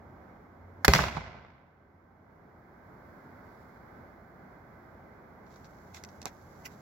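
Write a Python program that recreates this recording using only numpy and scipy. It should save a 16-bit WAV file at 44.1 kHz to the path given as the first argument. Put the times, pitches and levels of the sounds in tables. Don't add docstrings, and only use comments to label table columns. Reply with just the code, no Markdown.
import sys
import numpy as np
from scipy import signal
from scipy.fft import rfft, irfft, next_fast_len
from scipy.io import wavfile
from scipy.ndimage import uniform_filter1d, minimum_filter1d, map_coordinates

SR = 44100
rng = np.random.default_rng(int(sys.argv[2]) if len(sys.argv) > 2 else 0)


def log_audio(samples):
    frames = np.atleast_2d(samples).T
    limited = np.clip(frames, -1, 1)
    pcm = np.round(limited * 32767).astype(np.int16)
    wavfile.write(sys.argv[1], SR, pcm)


N = 300321


def amp(db):
    return np.exp(np.asarray(db) * (np.log(10) / 20))


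def unit(x):
    return x / np.sqrt(np.mean(x ** 2) + 1e-20)


def along(points, hz):
    freqs, values = np.transpose(points)
    return np.interp(np.log(hz + 1), np.log(freqs + 1), values)


def swell(s, db, rise, fall):
    t = np.arange(N) / SR
    return amp(db) * np.exp(-np.minimum(np.maximum((s - t) / rise, (t - s) / fall), 20))


def fade_in(s, rise):
    return (1 + np.tanh((np.arange(N) / SR - s) / (2 * rise))) / 2


def wobble(rate, size=N):
    knots = rng.standard_normal(int(size * rate / SR) + 4)
    fine = np.arange(8 * len(knots) - 8) / 8
    return np.interp(np.arange(size) * rate / SR, fine, map_coordinates(knots, [fine]))


def filtered(x, response):
    n = x.shape[-1]
    padded = next_fast_len(n + 8192)
    return irfft(rfft(x, padded) * response(np.fft.rfftfreq(padded, 1 / SR)), padded)[..., :n]


def causal(gain_db, size=8192):
    cepstrum = irfft(np.log(amp(gain_db(np.fft.rfftfreq(size, 1 / SR)))))
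    cepstrum[1:size // 2] *= 2
    cepstrum[size // 2 + 1:] = 0
    return irfft(np.exp(rfft(cepstrum)))


def diffuse(size, apart_hz=1100):
    mid, side = rng.standard_normal((2, size))
    side = filtered(side, lambda hz: (hz + 70) / np.hypot(hz + 70, apart_hz))
    return np.array([mid + side, mid - side]) / np.sqrt(2)


def rush(spectrum, size=N):
    return unit(filtered(diffuse(size), lambda hz: amp(along(spectrum, hz))))


def lean(x, balance):
    return filtered(x, lambda hz: amp(np.outer([.5, -.5], along(balance, hz))))


def add(track, s, sound):
    start = round(s * SR)
    track[:, start:start + sound.shape[-1]] += sound[..., :N - start]


def ring(modes, start, attack):
    out = np.zeros((1, N))
    t = np.arange(int(SR * max(t60 for *_, t60 in modes))) / SR
    sound = sum(amp(db - 60 * t / t60) * np.sin(2 * np.pi * hz * t) for hz, db, t60 in modes)
    add(out, start, sound * (1 - np.exp(-t / attack)))
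    return out


def cracks(rows, spectrum, ragged_db, right_lead=2, front_t60=0.0055, order=2):
    out, t = np.zeros((2, N)), np.arange(SR // 8) / SR
    pulse = causal(lambda hz: along(spectrum, hz))
    burst = lambda db, t60: amp(db) * unit(diffuse(len(t)) * amp(-60 * t / t60)) / np.sqrt(len(t))
    for s, db, scatter_db, t60, corner_hz, pan_db in rows:
        spray = burst(ragged_db, front_t60) + burst(scatter_db, t60)
        spray[0, right_lead] -= 1
        spray[1, 0] -= 1
        lowpass = signal.butter(order, min(corner_hz, .45 * SR), fs=SR, output="sos")
        sound = signal.fftconvolve(signal.sosfilt(lowpass, spray), pulse[None], axes=1)
        sound *= np.sqrt(.005 * SR * 2 / np.sum(sound ** 2))
        add(out, s, sound * amp(db + np.array([[pan_db], [-pan_db]]) / 2))
    return out


# peak time in seconds, level in dB, rise and fall in seconds.
ENGINE_SWELLS = [(0, -62, .1, 0.2006), (.66, -52.5, 0.089, 0.252), (1.95, -60, .4, .25),
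                 (6.0, -61, .08, 0.25)]
# frequency in Hz, spectral density in dB.
HUSH_SPECTRUM = [(20, -19), (33, -15.5), (45, 3), (110, 3), (220, 3), (400, -2), (800, -4), (1600, -13),
                 (2200, -21), (2650, -37), (5500, -39), (9000, -51), (12000, -42.5), (16000, -42)]

def traffic(hush_db=-53.0, hum_db=-68, hum_hz=88, waver_hz=1.8, rough=.28):
    phase = 2 * np.pi * np.cumsum(hum_hz + waver_hz * wobble(5)) / SR
    effort = amp(hum_db) + sum(swell(*rev) for rev in ENGINE_SWELLS)
    sidebands = rough * (wobble(28) * np.sin(phase) + wobble(28) * np.cos(phase))
    hum = effort * unit((np.sin(phase) + sidebands) * amp(1.9 * wobble(9.5)))
    return amp(hush_db + 0.72 * wobble(5.9)) * rush(HUSH_SPECTRUM) + hum


# start in seconds, level in dB, relative scatter in dB,
# its t60 in seconds, treble corner in Hz, leftward pan in dB.
IGNITION_FRONTS = [(.8468, -10.5, -1, 0.022, 2199, 3.5), (.8492, -11, 11.5, 0.03, 15160, -3)]
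BLAST_FRONTS = [(.8809, -2, -2.5, .014, 9500, 0), (.8862, -22, 14, .035, 9000, 0),
                (.8882, -13.5, -3, .03, 1000, 0)]
# frequency in Hz, spectral density in dB.
SNAP_SPECTRUM = [(100, -31.5), (380, -21.5), (700, -0.5), (900, -8.5), (1100, -3.5), (1800, 1.5),
                 (2700, -17), (4700, -7), (7200, -16.5), (9000, -13.5), (13000, -16)]
MUZZLE_SPECTRUM = [(6, -45), (25, -19), (70, -2), (150, 2), (270, -4), (380, -0.5), (750, -5), (1300, -11),
                   (2000, -7), (2650, -11), (3100, -19), (4250, -13), (6500, -23), (7300, -22), (8600, -31),
                   (11300, -18), (15000, -16)]
JET_SPECTRUM = [(1500, -25), (3000, -10), (4500, 0), (6000, 1), (7500, -6), (9000, -12), (11500, -5),
                (16000, -8)]
# frequency in Hz, level in dB, t60 in seconds.
CHAMBER_MODES = [(705, -16, .04), (1104, -13.5, .028), (1790, -17, 0.017), (2050, -25.5, .055),
                 (3020, -29, .04), (4350, -27, .04), (4800, -28, 0.043), (7200, -25, 0.045),
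                 (11150, -28, .035)]
BOOM_TONES = [(72, -6, 0.145), (62, -20, .7), (137.2, -6.5, 0.089), (162.85, -17, .36), (197, -17, .1),
              (398, -12.5, .1), (562, -19, 0.11), (673, -28, .3), (796, -22, .09), (984, -28, .28),
              (1249, -26, 0.12), (1519, -28, .13), (2042, -27, .25), (2427, -25, 0.037), (4250, -29, 0.1)]

def cannon():
    snap = cracks(IGNITION_FRONTS, SNAP_SPECTRUM, ragged_db=-6, right_lead=4)
    chamber = ring(CHAMBER_MODES, start=.8465, attack=0.00056)
    blast = cracks(BLAST_FRONTS, MUZZLE_SPECTRUM, ragged_db=-5)
    boom = ring(BOOM_TONES, start=.8840, attack=0.00085)
    hiss = swell(s=.925, db=-36, rise=.02, fall=.022) * rush(JET_SPECTRUM)
    return snap + chamber + blast + boom + hiss


# start in seconds, level in dB,
# nominal t60 in seconds, rise in seconds, treble corner in Hz.
SCATTER_TAILS = [(0.853, -34.5, 0.37, .002, 15000), (.886, -21.5, 0.556, .002, 16000),
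                 (.938, -21, 0.5, .002, 16000), (.945, -19.4, 0.95, .002, 16000),
                 (1.19, -46.3, 1.4, .02, 5000)]
# frequency in Hz, factor on the nominal t60.
AIR_DECAY = [(50, 1.05), (200, 1.22), (1200, 1.25), (2100, 1.08), (2900, .92), (6000, 0.64), (8500, .52),
             (13000, .42)]
# frequency in Hz, spectral density in dB.
TREE_SPECTRUM = [(6, -52), (25, -17), (42, -4), (62, 14), (80, 11), (100, 7), (160, 6), (280, -5.5),
                 (480, -5), (650, -1.5), (780, -4.5), (930, -3), (1300, -7.7), (2300, -6.7), (3000, -13),
                 (5500, -11.5), (9000, -23), (13000, -20.5)]

def rumble(grain_db=1.8, surge_db=1.5, ripple_db=2.0):
    out = np.zeros((2, N))
    ripple = amp(ripple_db * rng.standard_normal((513, 1)))
    for s, db, t60, rise, corner_hz in SCATTER_TAILS:
        hz, t, bands = signal.stft(rush(TREE_SPECTRUM, size=2 * SR), SR, nperseg=1024)
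        hz = hz[:, None]
        bands *= np.where(hz > 500, ripple, 1)
        bands /= np.hypot(1, (hz / corner_hz) ** 4)
        bands *= amp(-60 * t / (t60 * along(AIR_DECAY, hz)))
        tail = signal.istft(bands, SR, nperseg=1024)[1]
        age = np.arange(tail.shape[1]) / SR
        clumps = unit(amp(grain_db * wobble(350, len(age)) + surge_db * wobble(70, len(age))))
        add(out, s, amp(db) * tail * clumps * (1 - np.exp(-age / rise)))
    return out


# arrival in seconds, level in dB, treble corner in Hz.
REFLECTIONS = [(0.9363, -5, 13000), (0.9500, -13.5, 7500), (0.9597, -17.5, 5000), (.9910, -12.5, 1250),
               (1.1703, -20, 950), (1.2950, -38, 700), (1.3450, -38, 700)]
# frequency in Hz, spectral density in dB.
WALL_SPECTRUM = [(6, -51.5), (25, -24.5), (80, -5.5), (160, 7.5), (300, -7), (500, -6), (900, 0),
                 (1300, -1.5), (2100, -1.5), (3000, -10), (5500, -7), (9000, -23.5), (13000, -19.5)]

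def echoes(first_t60=0.032, smearing=0.68, scatter_db=2.5, pan_db=-0.93):
    fired, rows = BLAST_FRONTS[0][0], []
    for s, db, corner_hz in REFLECTIONS:
        delay_ratio = (s - fired) / (REFLECTIONS[0][0] - fired)
        rows.append((s, db, scatter_db, first_t60 * delay_ratio ** smearing, corner_hz, pan_db))
    return cracks(rows, WALL_SPECTRUM, ragged_db=3, order=4)


# arrival in seconds, level in dB, treble corner in Hz.
TRUNK_REFLECTIONS = [(1.0043, -24, 2400), (1.0085, -28, 2200), (1.0392, -19.5, 2300), (1.0660, -29, 1700),
                     (1.0845, -29, 2700), (1.1760, -41, 9000), (1.2190, -41, 2000), (1.4490, -41.5, 1100),
                     (1.5030, -53, 2600)]
# frequency in Hz, spectral density in dB.
TRUNK_SPECTRUM = [(100, -12.5), (700, 1.5), (2100, 0), (3000, -6), (5500, -5), (7500, -15), (13000, -22.5)]

def trunk_echoes(scatter_db=1, t60=0.028):
    rows = [(s, db, scatter_db, t60, hz, 0) for s, db, hz in TRUNK_REFLECTIONS]
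    return cracks(rows, TRUNK_SPECTRUM, ragged_db=2.0)


# peak time in seconds, level in dB, rise and fall in seconds.
SPARK_SHOWERS = [(3.08, -82, .08, .2), (3.62, -73.5, 0.2, 0.26), (4.85, -84, .15, .15)]
# frequency in Hz, spectral density in dB.
RUSH_SPECTRUM = [(30, -16.5), (80, 5.5), (220, 9), (450, 6), (900, 3), (1600, 2), (2200, -9), (2700, -31.5),
                 (4500, -24), (9000, -36), (12000, -27.5), (16000, -24.5)]
SPARK_SPECTRUM = [(1500, -30), (3200, -4.5), (4700, 1.5), (7000, -7.5), (15000, -5.5)]

def night_rush(onset_s=2.6, rush_db=-55.6, fade_db_per_s=2.4, flutter_db=0.53, sputter_db=1.0):
    envelope = fade_in(onset_s, rise=0.22) * amp(rush_db - fade_db_per_s * (np.arange(N) / SR - onset_s))
    sputter = unit(amp(sputter_db * wobble(120) + 1.2 * wobble(12)))
    fizz = sum(swell(*shower) for shower in SPARK_SHOWERS) * sputter * rush(SPARK_SPECTRUM)
    return amp(flutter_db * wobble(11)) * envelope * rush(RUSH_SPECTRUM) + fizz


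RUSTLE_S = 5.46
# peak time in seconds, level in dB, fall in seconds.
CLOTH_SCUFFS = [(5.522, -68, 0.029), (5.652, -66.5, 0.0148), (5.9467, -47, 0.0036), (5.966, -48, 0.0183),
                (6.274, -46, 0.0105), (6.72, -63.5, 0.0246)]
# frequency in Hz, spectral density in dB.
RUSTLE_SPECTRUM = [(1500, -8), (2800, -5), (3500, -5), (4200, 0), (6000, 3), (7700, -2), (8700, -12),
                   (11000, -3.5), (16000, -3)]
SCUFF_SPECTRUM = [(100, -3), (700, 3), (1200, 1), (1750, -2), (2060, 6), (2500, 2), (3000, -7), (3800, 2),
                  (4700, -3.5), (5700, 0), (7500, -2.5), (8700, -18), (11300, -10.5), (16000, -16)]

def clothing(start_db=-74, growth_db_per_s=4, grain_db=2.0):
    effort_db = start_db + growth_db_per_s * (np.arange(N) / SR - RUSTLE_S) + 1.8 * wobble(9)
    rustle = amp(effort_db) * fade_in(RUSTLE_S, rise=.025) * rush(RUSTLE_SPECTRUM)
    scuffs = sum(swell(s, db, 0.67 * fall, fall) for s, db, fall in CLOTH_SCUFFS) * rush(SCUFF_SPECTRUM)
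    return (rustle + scuffs) * unit(amp(grain_db * wobble(820)))


# start in seconds, level in dB, leftward pan in dB.
CONTACTS = [(5.4656, -66, -0.5), (5.541, -62, -1), (5.5595, -59, -3), (5.645, -58, 0.5), (5.653, -62, -3),
            (5.946, -48, -5.5), (6.038, -43, -1.5), (6.0484, -48.5, 2.5), (6.089, -57, 2), (6.217, -47, -3),
            (6.2273, -49, -5), (6.2562, -34.5, -9.5), (6.6587, -50.5, 3.5)]
# frequency in Hz, spectral density in dB.
CLICK_SPECTRUM = [(6, -39.5), (60, -4.5), (300, 6.5), (800, 2), (2000, 1), (3100, -8), (3750, 2), (4800, 5),
                  (5300, 2), (5850, 11), (6700, -2), (7400, 0), (8700, -6), (11500, -3.5), (16000, -1.5)]
CLICK_T60_S, CLICK_SCATTER_DB = 0.0166, 4

def clicks(typical_db=-44.5, typical_hz=9500, brighter_db=20.5, shorter_db=6.5):
    rows = []
    for s, db, pan_db in CONTACTS:
        t60 = CLICK_T60_S / 2 ** ((db - typical_db) / shorter_db)
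        corner_hz = typical_hz * 2 ** ((db - typical_db) / brighter_db)
        rows.append((s, db, CLICK_SCATTER_DB, t60, corner_hz, pan_db))
    return cracks(rows, CLICK_SPECTRUM, ragged_db=-2)


# frequency in Hz, relative level in dB, t60 in seconds.
SHELL_MODES = [(1550, -15.5, 0.024), (2018, -6.5, 0.021), (2486, -5.5, 0.0171), (3660, -25, 0.0153),
               (5730, -11, 0.0118)]

def shell(contacts):
    return sum(amp(db) * ring(SHELL_MODES, s, attack=0.00022) for s, db, *_ in contacts)


def ticks(count=24, level_db=-72.5, spread_db=2, corner_hz=6004):
    chance = rng.random((count, 2))
    times = RUSTLE_S + (N / SR - RUSTLE_S) * (np.arange(count) + chance[:, 0]) / (count + 1)
    levels = level_db + spread_db * (2 * chance[:, 1] - 1)
    rows = [(s, db, CLICK_SCATTER_DB, CLICK_T60_S, corner_hz, 0) for s, db in zip(times, levels)]
    return cracks(rows, CLICK_SPECTRUM, ragged_db=-5)


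# start in seconds, level in dB, relative scatter in dB,
# its t60 in seconds, treble corner in Hz, leftward pan in dB.
KNOCK_IMPACTS = [(6.2563, -38.5, 2.5, 0.0144, 2200, -6), (6.2632, -40, 2.5, 0.11, 3000, 10)]
# frequency in Hz, spectral density in dB.
KNOCK_SPECTRUM = [(6, -40), (60, 4), (300, 14), (700, 12), (1300, 9), (2400, 7), (3100, -7), (4200, 1),
                  (5900, 10.5), (6800, -4), (7500, 2), (8700, -3), (12500, 1), (16000, -6)]
# frequency in Hz, level in dB, t60 in seconds.
THUD_MODES = [(230, -43, .07), (585, -41, .035), (724, -31, 0.02), (973, -44, 0.07), (1290, -43, .035)]

def knock():
    thud = ring(THUD_MODES, start=6.2635, attack=0.00041)
    return cracks(KNOCK_IMPACTS, KNOCK_SPECTRUM, ragged_db=-5) + thud


def rattle(start_s=6.654, first_db=-39, gap_s=.0022, count=7, loss_db=0.2):
    k = np.arange(count)
    times = start_s + gap_s * (k + rng.uniform(-.5, .5, count))
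    return shell(zip(times, first_db - loss_db * k))


# frequency in Hz, spectral density in dB.
SCRAPE_SPECTRUM = [(100, -9), (1200, -7), (1750, -3), (2050, 8), (2250, 3), (2500, 7), (3000, -1),
                   (3600, -13), (4500, -7), (5000, 1), (5800, 1), (7500, -7), (9000, -15), (11000, -5.5),
                   (16000, -6.5)]

def scrape(grit_db=3.0):
    grit = unit(amp(grit_db * wobble(1500)))
    return swell(s=6.6595, db=-39.3, rise=.0052, fall=.0085) * grit * rush(SCRAPE_SPECTRUM)


# frequency in Hz, leftward pan in dB.
DISTANT_BALANCE = [(200, -0.5), (1300, 0), (2300, -7), (3500, 0.5), (6000, -1.5)]

def scene():
    shot = cannon() + echoes() + rumble() + trunk_echoes()
    distant = lean(traffic() + night_rush(), DISTANT_BALANCE)
    handling = clothing() + shell(CONTACTS) + rattle() + scrape()
    to_right = amp([[-1.5], [1.5]])
    return shot + distant + handling * to_right + knock() + clicks() + ticks()


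def gain_control(x, threshold_db, depth_db, hold_s, release_s):
    power = np.abs(uniform_filter1d(np.mean(x ** 2, axis=0), size=256))
    cut_db = np.clip(10 * np.log10(power + 1e-12) - threshold_db, 0, depth_db)
    span = 2 * int(hold_s * SR / 2) + 1
    held_db = -minimum_filter1d(-cut_db, span, origin=span // 2, mode="constant")
    climb_db = np.arange(N) / SR * depth_db / release_s
    return x * amp(climb_db - np.maximum.accumulate(held_db + climb_db))


# centre in Hz, half-width in Hz, gain in dB.
HOUSING_BANDS = [(294.6, 26, -2), (480, 35, -2.5), (1539, 41, 4), (1839, 140, -2), (2059, 110, 3),
                 (3390, 80, 3), (7300, 450, 2.5), (8993, 1100, -10)]
# frequency in Hz, leftward pan in dB.
PORT_BALANCE = [(100, 0), (600, -1), (1400, -4), (2500, -2), (5000, 0.5), (13000, 1)]

def record(dry, low_cut_hz=39, top_hz=16200):
    housing = causal(lambda hz: sum(db * np.exp(-((hz - centre) / width) ** 2)
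                                    for centre, width, db in HOUSING_BANDS))
    x = lean(signal.oaconvolve(dry, housing[None], axes=1)[:, :N], PORT_BALANCE)
    x = gain_control(x, threshold_db=-24, depth_db=7.0, hold_s=1.136, release_s=0.997)
    x = x / (1 + (x * x / .8) ** 2) ** (1 / 4)
    x = signal.sosfilt(signal.butter(2, low_cut_hz, "highpass", fs=SR, output="sos"), x)
    return filtered(x, lambda hz: np.clip(.5 + (top_hz - hz) / 700, 0, 1))


dry = scene()
out = record(dry)
log_audio(out)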